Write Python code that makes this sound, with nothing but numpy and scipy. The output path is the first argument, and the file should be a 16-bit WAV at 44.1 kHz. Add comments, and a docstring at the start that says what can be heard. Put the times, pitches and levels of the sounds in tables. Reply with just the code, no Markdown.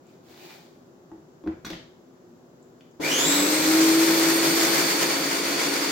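"""Electric chopper on a kitchen counter

A hard kitchen, heard in stereo with the handling a little left of centre, over a faint room background.
A cord drags a power strip over the worktop (slipping, gritty noise and a ringing case); the motor head is
set on the jar and snaps home (thuds, knocks, clacks, clicks). Then the motor spins up and drives the blade
through a reduction gear: teeth whine and rattle as noise and tones locked to the shaft, the unbalanced
rotor hums, and food churns as coloured noise until it turns to puree."""
import sys
import numpy as np
from scipy import signal
from scipy.fft import rfft, irfft, next_fast_len
from scipy.io import wavfile
from scipy.ndimage import map_coordinates

SR = 44100
rng = np.random.default_rng(int(sys.argv[2]) if len(sys.argv) > 2 else 0)


def dump_mix(stems):
    """Bounce the given channels to the path in sys.argv[1] as a 16-bit WAV at rate SR."""
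    frames = np.atleast_2d(stems).T  # one column per channel
    limited = np.clip(frames, -1, 1)  # hard clip at full scale
    pcm = np.round(limited * 32767).astype(np.int16)
    wavfile.write(sys.argv[1], SR, pcm)


N = 260631
TIME = np.arange(N) / SR  # seconds


def amp(db):
    """Decibels to gain."""
    return 10 ** (np.asarray(db) / 20)


def unit(x):
    """Scale to rms 1."""
    return x / np.sqrt(np.mean(x ** 2) + 1e-20)


def along(points, hz):
    """Read a curve of (Hz, value) points on a log frequency axis."""
    f, v = np.transpose(points)
    return np.interp(np.log(hz + 1), np.log(f + 1), v)


def wobble(rate, clock=TIME):
    """A smooth random curve with this many knots per second of the clock."""
    knots = rng.standard_normal(int(N * rate / SR) + 4)
    return map_coordinates(knots, [clock * rate])


def filtered(x, response):
    """Multiply the spectrum of x by a response of frequency."""
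    m = next_fast_len(N + SR // 2)
    return irfft(rfft(x, m) * response(np.fft.rfftfreq(m, 1 / SR)), m)[..., :N]


def colour(points):
    """The response of a (Hz, dB) spectrum, falling away below its first point."""
    return lambda hz: amp(along(points, hz)) * np.minimum(hz / points[0][0], 1) ** 2


def resonances(modes):
    """The response of damped modes (Hz, width Hz, dB), neighbours in opposite phase."""
    def response(f):
        total = 0
        for k, (centre, width, db) in enumerate(modes):
            band = 1j * f * width
            total = total + (-1) ** k * amp(db) * band / (centre * centre - f * f + band)
        return total
    return response


# How alike a source reaches left and right. Each row: frequency in Hz, left-right correlation (-1 to 1).
ALIKE = [(60, -0.086), (110, 0.669), (200, 1), (380, 0.6529), (700, 0.357), (1290, -0.0478), (2380, 0.653),
         (4400, -0.1024), (8120, -0.1692), (15000, -0.1004)]


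def noise(response, alike=ALIKE):
    """Coloured stereo noise; sharing power between centre and side sets its likeness, and the centre has rms 1."""
    def mid_side(hz):
        turn = np.arccos(np.clip(along(alike, hz), -1, 1)) / 2
        return response(hz) * [np.cos(turn), np.sin(turn)]
    mid, side = filtered(rng.standard_normal((2, N)), mid_side)
    return np.array([mid + side, mid - side]) / np.std(mid)


# How long the hard kitchen rings on. Each row: frequency in Hz, time to fall by 60 dB in seconds.
KITCHEN = [(150, 0.4596), (400, 0.4239), (1000, 0.3995), (3000, 0.49685), (7000, 0.4747), (14000, 0.23254)]


def kitchen(x, wet_db):
    """Direct sound plus a stereo tail in which each frequency dies at its own speed."""
    hz, t, z = signal.stft(rng.standard_normal((2, SR // 2)), SR, nperseg=256)
    fading = z * amp(-60 * t / along(KITCHEN, hz)[:, None])
    mid, side = signal.istft(fading, SR, nperseg=256)[1]
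    # long waves reach both ears alike
    side = signal.sosfilt(signal.butter(2, 600, "high", fs=SR, output="sos"), side)
    tail = np.array([mid + side, mid - side]) / np.linalg.norm(mid)
    wet = signal.fftconvolve(np.atleast_2d(x), tail, axes=1)[:, :N]
    return (x + amp(wet_db) * wet) / np.hypot(1, amp(wet_db))


# Room background. Each row: frequency in Hz, relative level in dB per Hz.
AIR = [(25, -27.5), (80, -19.5), (120, -7.5), (175, -2.5), (210, -9), (250, 1.5), (300, -8.5), (350, 2),
       (440, -9), (520, -8), (750, -14.5), (1500, -22), (2300, -31.5), (4000, -33), (7400, -31),
       (8300, -46.5), (15800, -37)]
# Spread of the background. Each row: frequency in Hz, left-right correlation (-1 to 1).
AIR_ALIKE = [(60, 0.7834), (180, 0.9538), (550, 0.5678), (1650, -0.2285), (4970, 0.0234), (15000, -0.319)]


def room_air():
    """The steady background of the room: faint coloured noise, a touch stronger on the left."""
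    return amp(-53) * noise(colour(AIR), AIR_ALIKE) * amp([[.7], [-.7]])


# Plastic edge snapping, shared by grit and rim. Each row: frequency in Hz, relative level in dB per Hz.
CLACK = [(400, -18.5), (1000, 6.5), (1350, 3.5), (1800, 1), (2250, 2.5), (2800, -8), (3400, 5), (4400, 3),
         (6500, -9), (9000, -30), (12000, -15.5), (15500, -13.5)]
# Strip sliding on the worktop. Each row: frequency in Hz, relative level in dB per Hz.
SCRAPE = [(200, -5.5), (380, 15.5), (500, -3.5), (700, 12), (1100, -4.5), (1900, 0), (2700, -5.5),
          (4500, -3), (7000, -7.5), (10000, -15.5), (12500, -12), (15500, -5.5)]
# Hollow case of the strip. Each row: resonance in Hz, width in Hz, relative level in dB.
STRIP = [(2405.9, 77.6, 2.5), (3017, 87, -6), (3608, 153.2, -11), (4814, 156.3, -11)]
# Tugs of the cord. Each row: start in seconds, end in seconds, level in dB, extra level of the case in dB.
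TUGS = [(0.022, 0.1, -66, 0), (.225, 0.312, -55.5, -14), (.335, .44, -53, -0.5), (.43, .515, -56.5, 3)]
TUG_RISE_S, TUG_T60 = 0.08051, 0.7299  # s: the strip picks up speed, then slides to rest
CASE_T60 = 0.16  # s: extra fade that quiets the hollow case soon after each tug
GRIT_PER_S, GRIT_SPREAD_DB = 280, 6.5  # catches on specks of the worktop


def power_strip(scrape_db, grit_db, case_db):
    """Plastic slides over the worktop in uneven slips and catches on grit; some tugs ring its hollow case."""
    sliding, case_gain = np.zeros((2, N))
    for start, end, db, ring_db in TUGS:
        after = np.maximum(TIME - end, 0)
        pickup = np.clip((np.minimum(TIME, end) - start) / TUG_RISE_S, 0, 1)
        tug = amp(db - 60 * after / TUG_T60) * pickup
        sliding += tug
        case_gain += amp(case_db + ring_db - 60 * after / CASE_T60) * tug
    unevenness_db = 1.46 * wobble(300) + 0.928 * wobble(39.38)
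    slips = amp(scrape_db + unevenness_db) * noise(colour(SCRAPE))
    catch_gains = amp(GRIT_SPREAD_DB * np.clip(rng.standard_normal(N), -2, 2))
    catches = (rng.random(N) < GRIT_PER_S / SR) * catch_gains
    grit = amp(grit_db) * unit(filtered(catches, colour(CLACK)))
    case = case_gain * noise(resonances(STRIP))
    return kitchen(sliding * (slips + grit) + case, wet_db=-3.5)


def burst(envelope, spectrum):
    """Noise under an envelope, coloured afterwards so that a dull blow also starts softly."""
    response = colour(spectrum)
    scale = np.sqrt(np.mean(response(np.fft.rfftfreq(N, 1 / SR)) ** 2))
    return filtered(envelope * rng.standard_normal(N), response) / scale


# What a contact excites: (hardness that excites it most, dB).
THUD_LAW, KNOCK_LAW, CLACK_LAW = (0.1892, 0), (0.40962, 0), (0.7063, 1.445)
SELECTIVITY_DB = 116  # loss per squared step of hardness away from that best value


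def excited(law, hardness):
    """Gain with which a contact of this hardness sets off one kind of sound."""
    best, db = law
    return amp(db - SELECTIVITY_DB * (hardness - best) ** 2)


# Blunt contacts of strip, head, jar, fingers and switch. Each row: start in seconds, level in dB, hardness 0-1.
CONTACTS = [(.293, -48, 0.35), (1.116, -34.5, 0.11), (1.134, -40, 0.17), (1.176, -39, 0.16),
            (1.437, -33.5, 0.24), (1.463, -22, 0.14), (1.473, -19.5, 0.17), (1.647, -30, 0.6),
            (1.666, -29, 0.47), (1.702, -24.5, 0.43), (1.733, -33.5, 0.47), (2.999, -32, 0.4)]
# Jar rocking on the counter. Each row: frequency in Hz, relative level in dB, time to fall by 60 dB in seconds.
THUD = [(78.31, -19, 0.2744), (101.28, -38.5, 0.2), (212.55, -11.5, 0.1653), (322.67, 0.5, 0.1828),
        (458.58, -27, 0.304), (500.54, -33.5, 0.252)]
# Knock on the jar wall. Each row: frequency in Hz, relative level in dB per Hz.
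KNOCK = [(40, -6), (90, -3.5), (160, 5), (340, 3), (480, -1), (750, -8.5), (1200, -18.5), (2400, -28.5),
         (3200, -44), (6000, -64.5)]


def contacts(knock_t60, clack_t60):
    """Soft contacts rock the jar and knock its wall; harder ones make the plastic rim clack."""
    thud, knock, clack = np.zeros((3, N))
    t = TIME[:SR // 2]
    ring = sum(amp(db - 60 * t / t60) * np.sin(2 * np.pi * hz * t) for hz, db, t60 in THUD)
    soft_ring = ring * (1 - np.exp(-t / 0.002141))
    clack_onset = 1 - np.exp(-t / 0.001536)
    for s, db, hardness in CONTACTS:
        start = round(s * SR)
        span = slice(start, start + len(t))
        thud[span] += excited(THUD_LAW, hardness) * amp(db) * soft_ring
        knock[span] += excited(KNOCK_LAW, hardness) * amp(db - 60 * t / knock_t60)
        clack[span] += excited(CLACK_LAW, hardness) * amp(db - 60 * t / clack_t60) * clack_onset
    return thud + kitchen(burst(knock, KNOCK) + burst(clack, CLACK), wet_db=0.5)


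# Clicks of plastic edges and locking lugs, each at its own pitch. Each row: start in seconds, level in dB,
# resonance in Hz, width in Hz, time for the exciting crack to fall by 60 dB in seconds.
CLICKS = [(.067, -58.5, 7263, 600, 0.01878), (.505, -43.5, 2473, 900, 0.01256),
          (1.116, -39.5, 691.5, 447.1, 0.01675), (1.474, -38, 1400, 1500, .028),
          (1.648, -36, 1382, 800, .035), (1.651, -38.5, 5973, 2200, 0.03612),
          (1.664, -33.5, 1600, 2500, .014), (1.667, -46, 14010, 4000, .03),
          (1.702, -33.5, 2201, 3313, 0.01637), (1.7325, -32, 2300, 1700, 0.01501),
          (2.626, -55.5, 7248, 900, 0.0168), (2.808, -50, 2600, 2600, .03),
          (2.912, -59.5, 6787, 1500, 0.01466)]


def clicks():
    """Each click is a sudden crack that rings one damped resonance of the plastic."""
    out, t = np.zeros(N), TIME[:SR // 10]
    for s, db, hz, width, t60 in CLICKS:
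        envelope = amp(db - 60 * t / t60)
        b, a = signal.iirpeak(hz, hz / width, fs=SR)
        crack = envelope * rng.standard_normal(len(t))
        for _ in range(2):  # twice through the resonance
            crack = signal.lfilter(b, a, crack)
        out[round(s * SR):][:len(t)] += unit(crack) * np.sqrt(np.mean(envelope ** 2))
    return kitchen(out, wet_db=-1.5)


ON_S = 2.996  # the motor is switched on


def since_on():
    """Seconds that the motor has been running."""
    return np.maximum(TIME - ON_S, 0)


def rise(rise_s):
    """Gain that climbs from 0 to 1 after the switch closes."""
    return 1 - np.exp(-since_on() / rise_s)


def step(at_s, spread_s):
    """A soft step from 0 to 1."""
    return .5 + .5 * np.tanh((TIME - at_s) / (2 * spread_s))


GEAR_RATIO = 6  # motor turns per blade turn
TOP_SPEED_HZ = 350  # turns per second that the motor would reach in the end
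# Speed still missing, from inertia and from thick food. Each row: turns per second, time constant in seconds.
SPIN_UP = [(192, .197), (36, 2.3)]
# The blade slips through a gap in the food, then snags.
# Each row: centre in seconds, half length in seconds, change of speed in turns per second.
SURGES = [(3.123, 0.04008, 5), (3.276, .05, 6), (3.445, .055, -6)]


def motor_speed():
    """Turns per second: a quick spin-up, then a slow climb as the food gives way."""
    surges = sum(hz * np.exp(-((TIME - s) / half_s) ** 2) for s, half_s, hz in SURGES)
    missing = sum(hz * np.exp(-since_on() / s) for hz, s in SPIN_UP)
    return TOP_SPEED_HZ + surges - missing


PUREE_S, PUREE_SPREAD_S = 5.0644, 0.11626  # when the food turns to puree, and how gradually
# Chunks caught by the blade swell rattle, fizz, churn and lumps.
# Each row: centre in seconds, half length in seconds, swell in dB.
CHUNKS = [(4.632, 0.0594, 1.15), (5.03, 0.0292, 3), (5.399, 0.08304, 1), (5.63, 0.0682, 3),
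          (5.753, 0.0291, 2.5)]


def loudness(law, speed):
    """Gain of one noise: it grows with speed, swells on chunks and falls once the food is puree."""
    db, puree_db, power, rise_s = law
    chunk_db = sum(swell_db * np.exp(-((TIME - s) / half_s) ** 2) for s, half_s, swell_db in CHUNKS)
    level_db = db + chunk_db + puree_db * step(PUREE_S, PUREE_SPREAD_S)
    return rise(rise_s) ** 2 * (speed / TOP_SPEED_HZ) ** power * amp(level_db)


# Rocking modes of the jar that the rotor sweeps through.
# Each row: turns per second in Hz, half width in Hz, relative level in dB.
ROCKING = [(288.93, 11.01, -27), (308.42, 1.006, -26), (323.25, 6.138, -18), (330.81, 1.877, -35)]
# Tones of the blade shaft. Each row: multiple of its rate, level in thick food in dB, in thin puree in dB.
BLADE = [(2, -62.5, -83.5), (4, -44.5, -52), (5, -53, -31.5), (7, -43, -43.5), (8, -44.5, -53),
         (9, -44, -57), (10, -42.5, -73.5), (12, -41.5, -52)]
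BALANCED_S, BALANCED_SPREAD_S, BALANCED_DB = 4.614, 0.3012, -6  # the load evens out, the rotor shakes less
BLADE_FREE_S, BLADE_FREE_SPREAD_S = 4.898, 0.5089  # the blade comes to run freely


def shaft_tones(speed, angle, waver_db, hum_waver_db):
    """The rotor hums once a turn, loudest where it rocks the jar; blade multiples change as the food thins."""
    rocking = sum(amp(db) / (1 + ((speed - hz) / width) ** 2) for hz, width, db in ROCKING)
    hum_db = BALANCED_DB * step(BALANCED_S, BALANCED_SPREAD_S) + hum_waver_db * wobble(9.7)
    rotor = rocking * amp(hum_db) * np.sin(angle)
    thin = step(BLADE_FREE_S, BLADE_FREE_SPREAD_S)
    blade = np.zeros(N)
    for order, thick_db, thin_db in BLADE:
        level_db = thick_db + thin * (thin_db - thick_db) + waver_db * wobble(16)
        blade += amp(level_db) * np.sin(order * angle / GEAR_RATIO + 0.4798 * wobble(14))
    return np.sqrt(2) * (rise(0.0103) * rotor + rise(0.1535) ** 2 * blade)


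# Bands of the gear's whine, lowest first. Each row: level in dB, extra under starting torque in dB,
# change in puree in dB, rise time in seconds.
WHINE = [(-37, 10.5, -4, 0.03265), (-37, 7.5, -4.5, 0.06643), (-42.5, 2, -10, 0.0704),
         (-47.5, 2.5, -11, 0.12)]
# How well the gear case passes the whine. Each row: frequency in Hz, gain in dB.
GEAR_CASE = [(1900, 1), (2400, 4), (2650, -6), (2950, 6), (3300, -3), (3800, 2.5), (4200, -3.5),
             (4600, 2.5), (5200, -9.5), (5800, 3.5), (6600, 3), (7500, 7), (8400, -1.5), (9300, -4.5),
             (11200, 1), (12500, 0.5), (15000, 3.5)]
# Thin lines inside the first band, each a multiple of the motor speed.
CLEAN_ORDERS = [13, 13.5, 14]
MESH_ORDER = 13.5  # the bands lie at multiples of this many times the motor speed
TORQUE_S = 0.2206  # the starting torque dies away; it presses the gear teeth together
ENGAGE_S, ENGAGE_SPREAD_S = 3.033, 0.008  # the gears take up their play and begin to whine


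def gear_whine(speed, angle, slack_hz, core_share, waver_db, lines_db, lines_puree_db, lines_waver_db):
    """Loose teeth blur each band; tooth errors that return each blade turn add sidebands, beside thin lines."""
    whine, lines = np.zeros((2, N))
    place = (angle / GEAR_RATIO / (2 * np.pi)) % 1  # position within one blade turn
    clock = angle / (2 * np.pi * TOP_SPEED_HZ)  # runs with the motor: slow gears blur less
    torque = np.exp(-since_on() / TORQUE_S)
    puree = step(PUREE_S, PUREE_SPREAD_S)
    engaged = step(ENGAGE_S, ENGAGE_SPREAD_S)

    for k, (db, torque_db, puree_db, rise_s) in enumerate(WHINE, 1):
        order = k * MESH_ORDER
        quadratures = []
        for errors in .35 * rng.standard_normal((2, 16)):
            pattern = map_coordinates(errors, [place * len(errors)], mode="grid-wrap")
            core = wobble(slack_hz * np.sqrt(k), clock)
            blur = core_share * wobble(110 * k, clock)
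            quadratures.append(core + pattern + blur)
        a, b = quadratures
        level_db = db + torque_db * torque + puree_db * puree
        level_db = level_db + along(GEAR_CASE, order * speed) + waver_db * wobble(28)
        band = unit(a * np.cos(order * angle) + b * np.sin(order * angle))
        whine += engaged * rise(rise_s) ** 2 * amp(level_db) * band

    for order in CLEAN_ORDERS:
        level_db = lines_db + lines_puree_db * puree + lines_waver_db * wobble(11)
        lines += amp(level_db) * np.sin(order * angle + 0.3574 * wobble(20))
    return whine + rise(0.3496) * lines


# Plastic housing. Each row: frequency in Hz, relative level in dB per Hz.
HOUSING = [(200, -40.5), (550, -4), (950, -0.5), (1200, -1), (1600, 0), (1950, 0), (2400, -0.5),
           (2800, -5.5), (3700, -5.5), (4800, -6.5), (7000, -7), (9000, -26), (16000, -44)]
# Ringing of the housing. Each row: resonance in Hz, width in Hz, relative level in dB.
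SHELL = [(931.36, 21.76, 3), (1528.5, 20, 4.5), (1902.2, 150, -4), (2411.6, 22.6, 5), (3501.5, 45.72, 6.5),
         (4259.3, 11.92, -4.5), (5523.6, 32.4, 1.5), (7448.7, 23.6, 4)]
# Fine treble fizz. Each row: frequency in Hz, relative level in dB per Hz.
FIZZ = [(1500, -17.5), (3200, -1.5), (4800, 3.5), (6200, 2), (7600, 2.5), (8400, -3.5), (9600, -7),
        (11000, -5), (13000, -4.5), (15800, -6.5)]
# Churning food. Each row: frequency in Hz, relative level in dB per Hz.
CHURN = [(60, -46.5), (130, -38.5), (190, -9), (240, -12), (290, 1), (480, -2), (560, -11), (610, -6),
         (900, -10), (1500, -27), (3000, -70.5)]
# Air and wall resonances of the jar. Each row: resonance in Hz, width in Hz, relative level in dB.
JAR = [(153.89, 15.44, 5.5), (277.79, 14.625, 7.5), (317.12, 11.613, 10.5), (363.22, 11.24, 4),
       (424.56, 18.506, 5.5), (540.97, 19.065, 5.5)]
# Food thrown against the jar wall. 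Each row: frequency in Hz, relative level in dB per Hz.
LUMPS = [(30, -29), (50, -20), (80, -18), (100, -20.5), (120, -10), (132, -18), (151, 3), (175, -5.5),
         (230, -14), (400, -22.5)]
# How each noise follows the machine. Columns: gain at top speed in dB, change in puree in dB,
# power of speed, rise time in seconds.
RATTLE_LAW = (-28.3, -3.5, 0.6, 0.02)
FIZZ_LAW = (-31, -6.5, 0.7, 0.032)
CHURN_LAW = (-30, -4.5, 0.45, 0.0003)
LUMPS_LAW = (-41.5, -13.5, 0.5505, 0.0169)


def chopper(churn_db, jar_db, shell_db, throb_db, grain_db):
    """Shaft tones, gear whine, churning food, and a rattle that throbs once and twice per blade turn."""
    speed = motor_speed()
    angle = 2 * np.pi * np.cumsum(speed * (1 + 0.0020132 * wobble(10))) / SR
    blade = angle / GEAR_RATIO
    throb = throb_db * (np.sin(blade) + 0.447 * np.sin(2 * blade))
    # uneven blows of teeth and food
    blows = unit(amp(throb + grain_db * wobble(900) + 0.4127 * np.sin(angle) + 1.191 * wobble(35)))
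    rattle = kitchen(blows * noise(colour(HOUSING)), wet_db=-9.0)
    rattle = rattle + amp(shell_db) * noise(resonances(SHELL))
    fizz = kitchen(blows * noise(colour(FIZZ)), wet_db=-12.5)

    def in_jar(hz):
        """A small jar radiates little bass."""
        return resonances(JAR)(hz) * np.minimum(hz / 200, 1) ** 3

    churn = amp(churn_db) * noise(colour(CHURN)) + amp(jar_db) * noise(in_jar)
    lumps = amp(1.66 * wobble(11)) * noise(colour(LUMPS))
    noises = loudness(RATTLE_LAW, speed) * rattle + loudness(FIZZ_LAW, speed) * fizz
    noises += loudness(CHURN_LAW, speed) * churn + loudness(LUMPS_LAW, speed) * lumps
    teeth = gear_whine(speed, angle, slack_hz=853.57, core_share=0.6906, waver_db=1.6176,
                       lines_db=-43.5, lines_puree_db=-1.0, lines_waver_db=3.0)
    whine = kitchen(teeth, wet_db=-3)
    return noises + whine + shaft_tones(speed, angle, waver_db=1.5, hum_waver_db=0.5913)


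# Lean of the machine across the stereo picture. Each row: frequency in Hz, left minus right in dB.
LEAN = [(60, -6), (99, 2), (160, 0), (270, 1), (450, 2), (740, 0), (1220, 0.5), (2010, 1.5), (3330, -2.5),
        (5500, -2), (9080, 7.5), (15000, 8)]


def scene():
    """Room air, handling a little to the left, and the chopper, whose highest treble leans left."""
    air = room_air()
    strip = power_strip(scrape_db=0.1436, grit_db=-6.5, case_db=-2.5)
    handling = strip + contacts(knock_t60=0.05168, clack_t60=0.03632) + clicks()
    machine = chopper(churn_db=-3, jar_db=-2, shell_db=-11.0, throb_db=0.6725, grain_db=0.8683)
    placed = filtered(machine, lambda hz: amp(np.outer([.5, -.5], along(LEAN, hz))))
    return air + handling * amp([[.6], [-.6]]) + placed


def record(dry):
    """The microphone channel keeps nothing above its band limit of 15900 Hz."""
    return filtered(dry, lambda hz: hz < 15900)


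dry = scene()
out = record(dry)
dump_mix(out)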